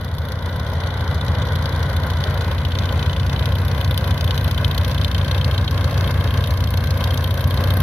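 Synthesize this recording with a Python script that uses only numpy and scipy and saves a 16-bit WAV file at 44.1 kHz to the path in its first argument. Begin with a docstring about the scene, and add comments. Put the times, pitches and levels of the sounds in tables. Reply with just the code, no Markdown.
"""Light plane taxiing closer on an open ramp

A light plane taxis slowly closer over an open ramp, its flat-four engine loping at idle.
A second plane further back throttles down; exhaust drones are cosines tied to each shaft and beat together.
Noise pulsed by the shaft makes the valve clatter, once a turn; coloured noise makes the propeller rush.
The tarmac and a surface by the microphone return delayed copies that comb the sound.
Two faint squeaks pass early on, and two unlike microphone ports pick it all up."""
import sys
import numpy as np
from scipy import signal
from scipy.fft import rfft, irfft, next_fast_len
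from scipy.io import wavfile
from scipy.ndimage import uniform_filter1d

SR = 44100
rng = np.random.default_rng(int(sys.argv[2]) if len(sys.argv) > 2 else 0)


def inscribe(sig):
    """Save sig as 16-bit PCM at rate SR to the path in sys.argv[1].

    A 1-D sig is mono; a 2-D sig holds one channel per row.
    Samples are clipped to [-1, 1] before scaling.
    """
    pcm = np.round(np.clip(np.atleast_2d(sig).T, -1, 1) * 32767)
    wavfile.write(sys.argv[1], SR, pcm.astype(np.int16))


N = 344862
T = np.arange(N) / SR

# engine speed of the near plane, then of the plane further back: [start_s, turns_per_second_hz]
NEAR_SPEED = [(0.0, 28.98), (1.0, 29.2), (2.0, 29.29), (2.7, 29.12), (3.1, 29.21), (3.45, 31.51),
              (3.8, 30.66), (4.2, 29.8), (4.7, 29.84), (5.5, 30.18), (6.4, 30.16), (7.0, 29.83),
              (7.5, 30.05), (7.82, 31.0)]
FAR_SPEED = [(0.0, 37.46), (1.0, 37.41), (1.7, 36.95), (2.5, 35.61), (3.3, 34.87), (4.5, 34.56),
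             (6.0, 34.76), (7.82, 34.63)]


def shaft(speed, start_turns):
    """The crankshaft angle, in turns, is the running sum of its speed."""
    return np.cumsum(curve(speed)[0]) / SR + start_turns


# exhaust lines of each plane, levels relative to each other: [multiple_of_shaft_speed, level_db]
NEAR_ORDERS = [(2.0, -5.5), (2.5, -8), (2.75, -11.5), (3.0, 4), (3.25, -17), (3.5, -22), (3.75, -6.5),
               (4.0, -11), (4.25, -8), (4.5, -33), (4.75, -10.5), (5.0, -21.5), (5.25, -40), (5.5, -15.5),
               (6.0, -32), (6.5, -19), (7.0, -18.5)]
FAR_ORDERS = [(1.0, -26), (1.75, -17), (2.0, -3.5), (2.25, -8.5), (2.5, -29), (2.75, -7.5), (3.0, -11.5),
              (3.25, -15), (3.75, -12.5), (4.0, -10), (4.75, -17.5), (5.0, -24)]


def drone(turns, orders, lag_turns, waver_db, slip_cycles):
    """Exhaust lines: whole orders lock to the crank, uneven cylinders add drifting ones between."""
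    out = 0
    for order, db in orders:
        phase = order * (turns - lag_turns)
        if order % 1 > 0:
            phase = phase + rng.random() + slip_cycles * walk(2.93)
        out = out + undb(db + waver_db * walk(6)) * np.cos(2 * np.pi * phase)
    return unit(out)


# tone of the exhaust burble: [pitch_hz, relative_level_db]
BURBLE_TONE = [(20, -29), (36, -23), (48, -5), (70, -14), (115, -5), (145, -4.5), (190, -11), (250, -6),
               (330, -22), (600, -54)]


def exhaust(turns):
    """No two firings are alike: their differences burble in the pipe, twice a turn, over steady noise."""
    firings = np.flatnonzero(np.diff(np.floor(2 * turns)))
    pulses = np.zeros(N)
    pulses[firings] = np.tanh(2 * rng.standard_normal(len(firings)))
    return unit(colour(unit(pulses) + 0.79 * air(), BURBLE_TONE))


# tone of the air off the near propeller: [pitch_hz, relative_level_db]
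RUSH_TONE = [(150, 0), (280, -3), (430, -2), (530, 1.5), (620, 0.5), (900, -3.5), (1050, -2), (1300, -4),
             (1650, -4), (2300, -11.5), (3200, -16.5), (4500, -21.5), (7800, -37.5), (11500, -26.5),
             (16000, -38)]


def propeller(turns):
    """Air torn by two blades, throbbing as each passes and fluttering with turbulence."""
    throb = 1 + 0.14 * np.cos(4 * np.pi * turns)
    flutter = undb(1.0 * walk(12) + 1.18 * walk(90))
    return unit(colour(air() * throb * flutter, RUSH_TONE))


# near valve gear over time, before the trims below: [start_s, clack_level_db, tick_level_db]
VALVE_LEVELS = [(0, -46.5, -50.5), (1, -39.5, -55), (2, -39, -48.5), (3.1, -37, -55.5), (3.5, -38.5, -48.5),
                (4.4, -35.5, -42.5), (5.3, -35, -49), (6.2, -37.5, -47.5), (6.9, -35.5, -43.5),
                (7.82, -39, -40.5)]
# relative blow strengths in a lope of four turns; the ticks trade strength as the plane swings side-on:
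# [clack_db, edge_db, tick_nose_on_db, tick_side_on_db]
LOPE = [(1, 0.5, 2, 1), (2, 6, 3.5, -1.5), (-1.5, -1.5, -7, -2), (1.5, 1.5, -6, 3.5)]
# tones of the clack, its hard edge and the bright tick: [pitch_hz, relative_level_db]
CLACK_TONE = [(900, -25), (2000, -6.5), (2700, -4.5), (3100, 6), (3800, 3), (4400, -9), (5400, -32),
              (7500, -43)]
EDGE_TONE = [(3200, -5.5), (4100, 3), (4800, -2.5), (5600, -7), (6300, -7.5), (7600, -17.5), (10000, -16.5)]
TICK_TONE = [(5000, -51), (8000, -31), (9500, -5), (11000, 3.5), (12800, 8), (14500, -2), (16000, -20)]
CLACK_TRIM_DB, EDGE_TRIM_DB, TICK_TRIM_DB, STRAY_DB = -2, -7.5, -2, 0.5
KNOCK_CLACK_DB, KNOCK_EDGE_DB = -6, -11


def valve_gear(turns):
    """Metal contacts as shaped noise: clack, edge and tick each turn, now and then a harder knock."""
    clack_db, tick_db = curve(VALVE_LEVELS)
    clack_pattern, edge_pattern, nose_on, side_on = np.transpose(LOPE)
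    clack = blows(turns, clack_pattern, scatter_db=4.0, jitter=0.025, lead=0.16,
                  rise=0.049, decay=0.2, tail=0.27, tail_decay=0.42)
    edge = blows(turns, edge_pattern, scatter_db=1.5, jitter=0.025, lead=0.15,
                 rise=0.055, decay=0.17, tail=0.4, tail_decay=0.2)
    tick = blows(turns, nose_on, scatter_db=3.5, jitter=0.034, lead=0.17,
                 rise=0.042, decay=0.16, tail=0.33, tail_decay=0.28)
    swing_db = np.take(side_on - nose_on, np.floor(turns + 1 / 4).astype(int), mode="wrap")
    tick = tick * undb(swing_db * T / T[-1])
    knock, bright_knock = knocks()
    stray = loose_parts(per_second=20, spread_db=5, ring_s=0.0036) * undb(STRAY_DB)
    layers = (
        (clack, clack_db + CLACK_TRIM_DB, knock * undb(KNOCK_CLACK_DB), CLACK_TONE),
        (edge, clack_db + EDGE_TRIM_DB, knock * undb(KNOCK_EDGE_DB), EDGE_TONE),
        (tick, tick_db + TICK_TRIM_DB, bright_knock, TICK_TONE),
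    )
    out = 0
    for strokes, db, hard, tone in layers:
        strokes = strokes / np.sqrt(np.mean(strokes ** 2))
        strokes = np.hypot(strokes, stray) * undb(db)
        # each stroke is a cluster of tiny contacts
        contacts = undb(2.64 * np.tanh(walk(500)))
        out = out + unit(colour(air(), tone)) * np.maximum(strokes, hard) * contacts
    return out


def blows(turns, pattern_db, scatter_db, jitter, lead, rise, decay, tail, tail_decay):
    """One blow a turn: a short chatter and a weaker ring after it (times in turns)."""
    count = np.floor(turns + lead).astype(int) + 4  # keeps the count positive, in step with the four
    size, shift = rng.standard_normal((400, 2)).T
    late = jitter * (1 + np.tanh(shift[count]))
    age = np.maximum((turns + lead) % 1 - late, 0)
    attack = 1 - np.exp(-(age / rise) ** 2)
    shape = attack * (np.exp(-(age / decay) ** 2) + tail * np.exp(-age / tail_decay))
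    blow_db = np.take(pattern_db, count, mode="wrap") + scatter_db * 2 * np.tanh(size[count] / 2)
    return shape * undb(blow_db)


# valve strokes that stand out as hard knocks, before envelope and layer gains:
# [start_s, level_db, treble_relative_db]
KNOCKS = [(0.0458, -23, -14), (0.183, -22, -17), (0.3197, -22, -10), (1.6574, -13.5, -22),
          (2.2387, -12.5, -25), (3.3934, -18, -23), (3.457, -14, -16), (3.9764, -13.5, -8),
          (4.0746, -23, -20), (4.2096, -12.5, -21), (4.308, -13.5, -23), (4.646, -11.5, -21),
          (4.7787, -14, -21), (5.0464, -12, -23), (5.445, -15, -22), (6.0091, -16.5, -19),
          (7.639, -14.5, -17)]
KNOCK_LEAD_S, KNOCK_RISE_S, KNOCK_DECAY_S = 0.00038, 0.00065, 0.0031


def knocks():
    """Hard blows rise at once and die within milliseconds: envelopes of body and treble."""
    body, bright = np.zeros((2, N))
    for s, db, treble_db in KNOCKS:
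        near = slice(max(int(s * SR) - 200, 0), int(s * SR) + 900)
        age = np.maximum(T[near] - s + KNOCK_LEAD_S, 0)
        shape = (1 - np.exp(-age / KNOCK_RISE_S)) * np.exp(-(age / KNOCK_DECAY_S) ** 2)
        body[near] += undb(db) * shape
        bright[near] += undb(db + treble_db) * shape
    return body, bright


def loose_parts(per_second, spread_db, ring_s):
    """Small stray clicks at random moments, each with an exponentially dying envelope."""
    chance, size = rng.random(N), rng.standard_normal(N)
    hits = (chance < per_second / SR) * undb(spread_db * np.tanh(size))
    return signal.lfilter([1], [1, -np.exp(-1 / (ring_s * SR))], hits)


# mechanical noise of the plane further back: [start_s, level_db]
FAR_NOISE = [(0, -37.5), (.6, -34.5), (1.4, -31.5), (2.25, -31.5), (2.6, -35.5), (4, -42), (7.82, -41)]
# tones of its rush and of its valve rattle: [pitch_hz, relative_level_db]
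FAR_RUSH_TONE = [(200, -14), (500, 7.5), (1000, 4.5), (1500, 6), (2100, 6), (2700, 5), (3500, -0.5),
                 (5000, -26.5), (7800, -41), (10500, -39), (12500, -23), (16000, -43)]
FAR_RATTLE_TONE = [(2000, 1), (3300, 8.5), (4400, -3), (5500, -20), (7800, 0), (10000, -15.5), (12500, -25),
                   (16000, -36)]


def far_plane(turns):
    """Fluttering air and shaft-timed valve rattle from further back, with a full tarmac bounce."""
    strokes = blows(turns, [1.5, 2.4, 8, 1], scatter_db=5.5, jitter=0.05, lead=0.834,
                    rise=0.055, decay=0.19, tail=0.14, tail_decay=0.25)
    flutter = undb(1.0 * walk(14) + 1.04 * walk(90))
    rush = unit(colour(air() * flutter, FAR_RUSH_TONE))
    rattle = unit(colour(air() * strokes, FAR_RATTLE_TONE))
    sound = rush + undb(-13.0) * rattle
    return unit(tarmac(sound, share=1.0)) * undb(curve(FAR_NOISE)[0])


# thin squeaks: [centre_s, swell_s, level_db]
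SQUEAKS = [(.22, .035, -58), (.505, .018, -52)]


def squeaks():
    """Two faint, very high squeaks: narrow noise near 14.6 kHz under bell-shaped swells."""
    swell = sum(undb(db) * np.exp(-((T - s) / length) ** 2) for s, length, db in SQUEAKS)
    tone = [(13500, -60), (14400, -8), (14620, 0), (14850, -8), (15700, -60)]
    return swell * unit(colour(air(), tone))


def tarmac(x, share):
    """The grazing bounce off the ground comes a moment late and cuts notches near 2.6 and 7.9 kHz."""
    return (x + share * delayed(x, delay_ms=0.19)) / np.sqrt(1 + share ** 2)


# extra path by way of a surface close to the microphone: [start_s, delay_ms]
ECHO_DELAY = [(0, 2.02), (2.3, 1.995), (4.5, 1.97), (5.6, 1.884), (7.82, 1.9)]


def nearby_surface(close, distant):
    """A duller echo comes round again and again: hollow bands about 500 to 530 Hz apart."""
    echo_ms = curve(ECHO_DELAY)[0]
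    close_echo = colour(close, [(100, -20), (1000, -7.5), (3500, -12.5), (6000, -9.5), (16000, -18)])
    distant_echo = colour(distant, [(100, -40), (1800, -4.5), (2800, -21), (6000, -32)])
    first = delayed(close_echo + distant_echo, echo_ms)
    second = 0.29 * delayed(first, echo_ms)
    third = 0.7 * delayed(second, echo_ms)
    return first + second + third


def delayed(x, delay_ms):
    """Both channels arrive later, by a time that may move."""
    place = np.arange(N) - delay_ms * SR / 1000
    return np.array([np.interp(place, np.arange(N), c) for c in x])


# sound arriving from all around, side noise against middle: [pitch_hz, side_level_db]
WIDTH = [(60, -39), (200, -10.5), (400, -19), (700, -11), (1300, -7), (2400, -2), (4400, -2.5),
         (8000, -3.5), (15000, -2.5)]


def air():
    """White stereo noise, alike in the bass and nearly unrelated in the treble."""
    mid, side = rng.standard_normal((2, N))
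    side = colour(side, WIDTH)
    return np.array([mid + side, mid - side])


def colour(x, points):
    """Filter by a (Hz, dB) outline, falling 12 dB an octave beyond its ends."""
    hz, db = np.transpose(points)
    size = next_fast_len(N + 4096)
    f = np.maximum(np.fft.rfftfreq(size, 1 / SR), 1)
    outside = np.minimum(f / hz[0], 1) ** 2 * np.minimum(hz[-1] / f, 1) ** 2
    gain = outside * undb(np.interp(np.log(f), np.log(hz), db))
    return irfft(rfft(x, size) * gain, size)[..., :N]


def walk(rate_hz):
    """Smooth random drift with a spread of 1."""
    k = int(SR / rate_hz)
    held = np.repeat(rng.standard_normal(N // k + 1), k)
    return unit(uniform_filter1d(uniform_filter1d(held, k), k)[:N])


def curve(rows):
    """Each column of a time table, sample by sample."""
    s, *columns = np.transpose(rows)
    return [np.interp(T, s, c) for c in columns]


def unit(x):
    """Scale so that the middle of the stereo image has a spread of 1."""
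    return x / np.std(np.atleast_2d(x).mean(axis=0))


def undb(db):
    """Decibels to gain."""
    return 10 ** (np.asarray(db) / 20)


# loudness as the planes move, drones before trims:
# [start_s, near_drone_level_db, far_drone_level_db, near_propeller_level_db]
APPROACH = [(0, -32, -27, -40), (.6, -28, -27, -37.5), (1.4, -25.5, -21.5, -34.5), (2.1, -25, -22, -34),
            (2.7, -24, -26, -32.5), (3.5, -24, -21.5, -31), (4.4, -23.5, -23, -31.5),
            (5.2, -23.5, -22.5, -31), (6.2, -22.5, -22.5, -31), (7.35, -22.5, -25.5, -31),
            (7.82, -21, -22, -30.5)]
# strength of the near plane's bounce off the tarmac: [start_s, share_0_to_1]
BOUNCE = [(0, 0.53), (2.1, 0.44), (2.6, 0.11), (7.82, 0.19)]


def scene():
    """Both planes on the ramp: direct drones and burble, other noise with its reflections."""
    near = shaft(NEAR_SPEED, -0.402)
    far = shaft(FAR_SPEED, 0)
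    near_db, far_db, rush_db = curve(APPROACH)
    near_hum = drone(near, NEAR_ORDERS, lag_turns=0.438, waver_db=-0.23, slip_cycles=0.045)
    far_hum = drone(far, FAR_ORDERS, lag_turns=0.97, waver_db=-0.5, slip_cycles=0.039)
    hum = near_hum * undb(near_db + 3.5) + far_hum * undb(far_db + 0.5)
    burble = exhaust(near) * undb(0.59 * near_db - 18.5)
    close = propeller(near) * undb(rush_db) + valve_gear(near)
    close = tarmac(close, curve(BOUNCE)[0])
    distant = far_plane(far)
    noise = close + distant + nearby_surface(close, distant)
    return hum + burble + noise + squeaks()


# phase by which the left microphone port leads the right: [pitch_hz, lead_radians]
PORT_LEAD = [(0, 0), (1200, 0.25), (2900, -0.5), (4500, 2), (5200, 3.5), (5800, 5.5), (7000, 10), (9500, 8),
             (11000, 14.5), (11700, 14), (12500, 17.5), (13700, 19), (15000, 22), (16000, 37)]
# how much more the left port hears than the right: [pitch_hz, difference_db]
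PORT_BALANCE = [(60, 1), (110, 0.5), (200, 1.5), (380, 1.0), (700, 2.5), (1290, -0.5), (2380, 3.5),
                (4400, 1.5), (8120, -1.5), (15000, 4.5)]
TOP_HZ = 15900


def record(dry):
    """The two microphone ports differ in level and phase; the recorder cuts the top."""
    size = next_fast_len(N + 4096)
    f = np.fft.rfftfreq(size, 1 / SR)
    phase = np.interp(f, *np.transpose(PORT_LEAD))
    hz, db = np.transpose(PORT_BALANCE)
    left_db = np.interp(np.log(f + 1), np.log(hz), db)
    # half of each difference goes to either port
    gain = undb(np.array([left_db, -left_db]) / 2)
    turn = np.exp(0.5j * np.array([phase, -phase]))
    ports = irfft(rfft(dry, size) * gain * turn, size)[:, :N]
    top_cut = signal.ellip(10, 0.2, 70, TOP_HZ, fs=SR, output="sos")
    return signal.sosfilt(top_cut, ports)


dry = scene()
out = record(dry)
inscribe(out)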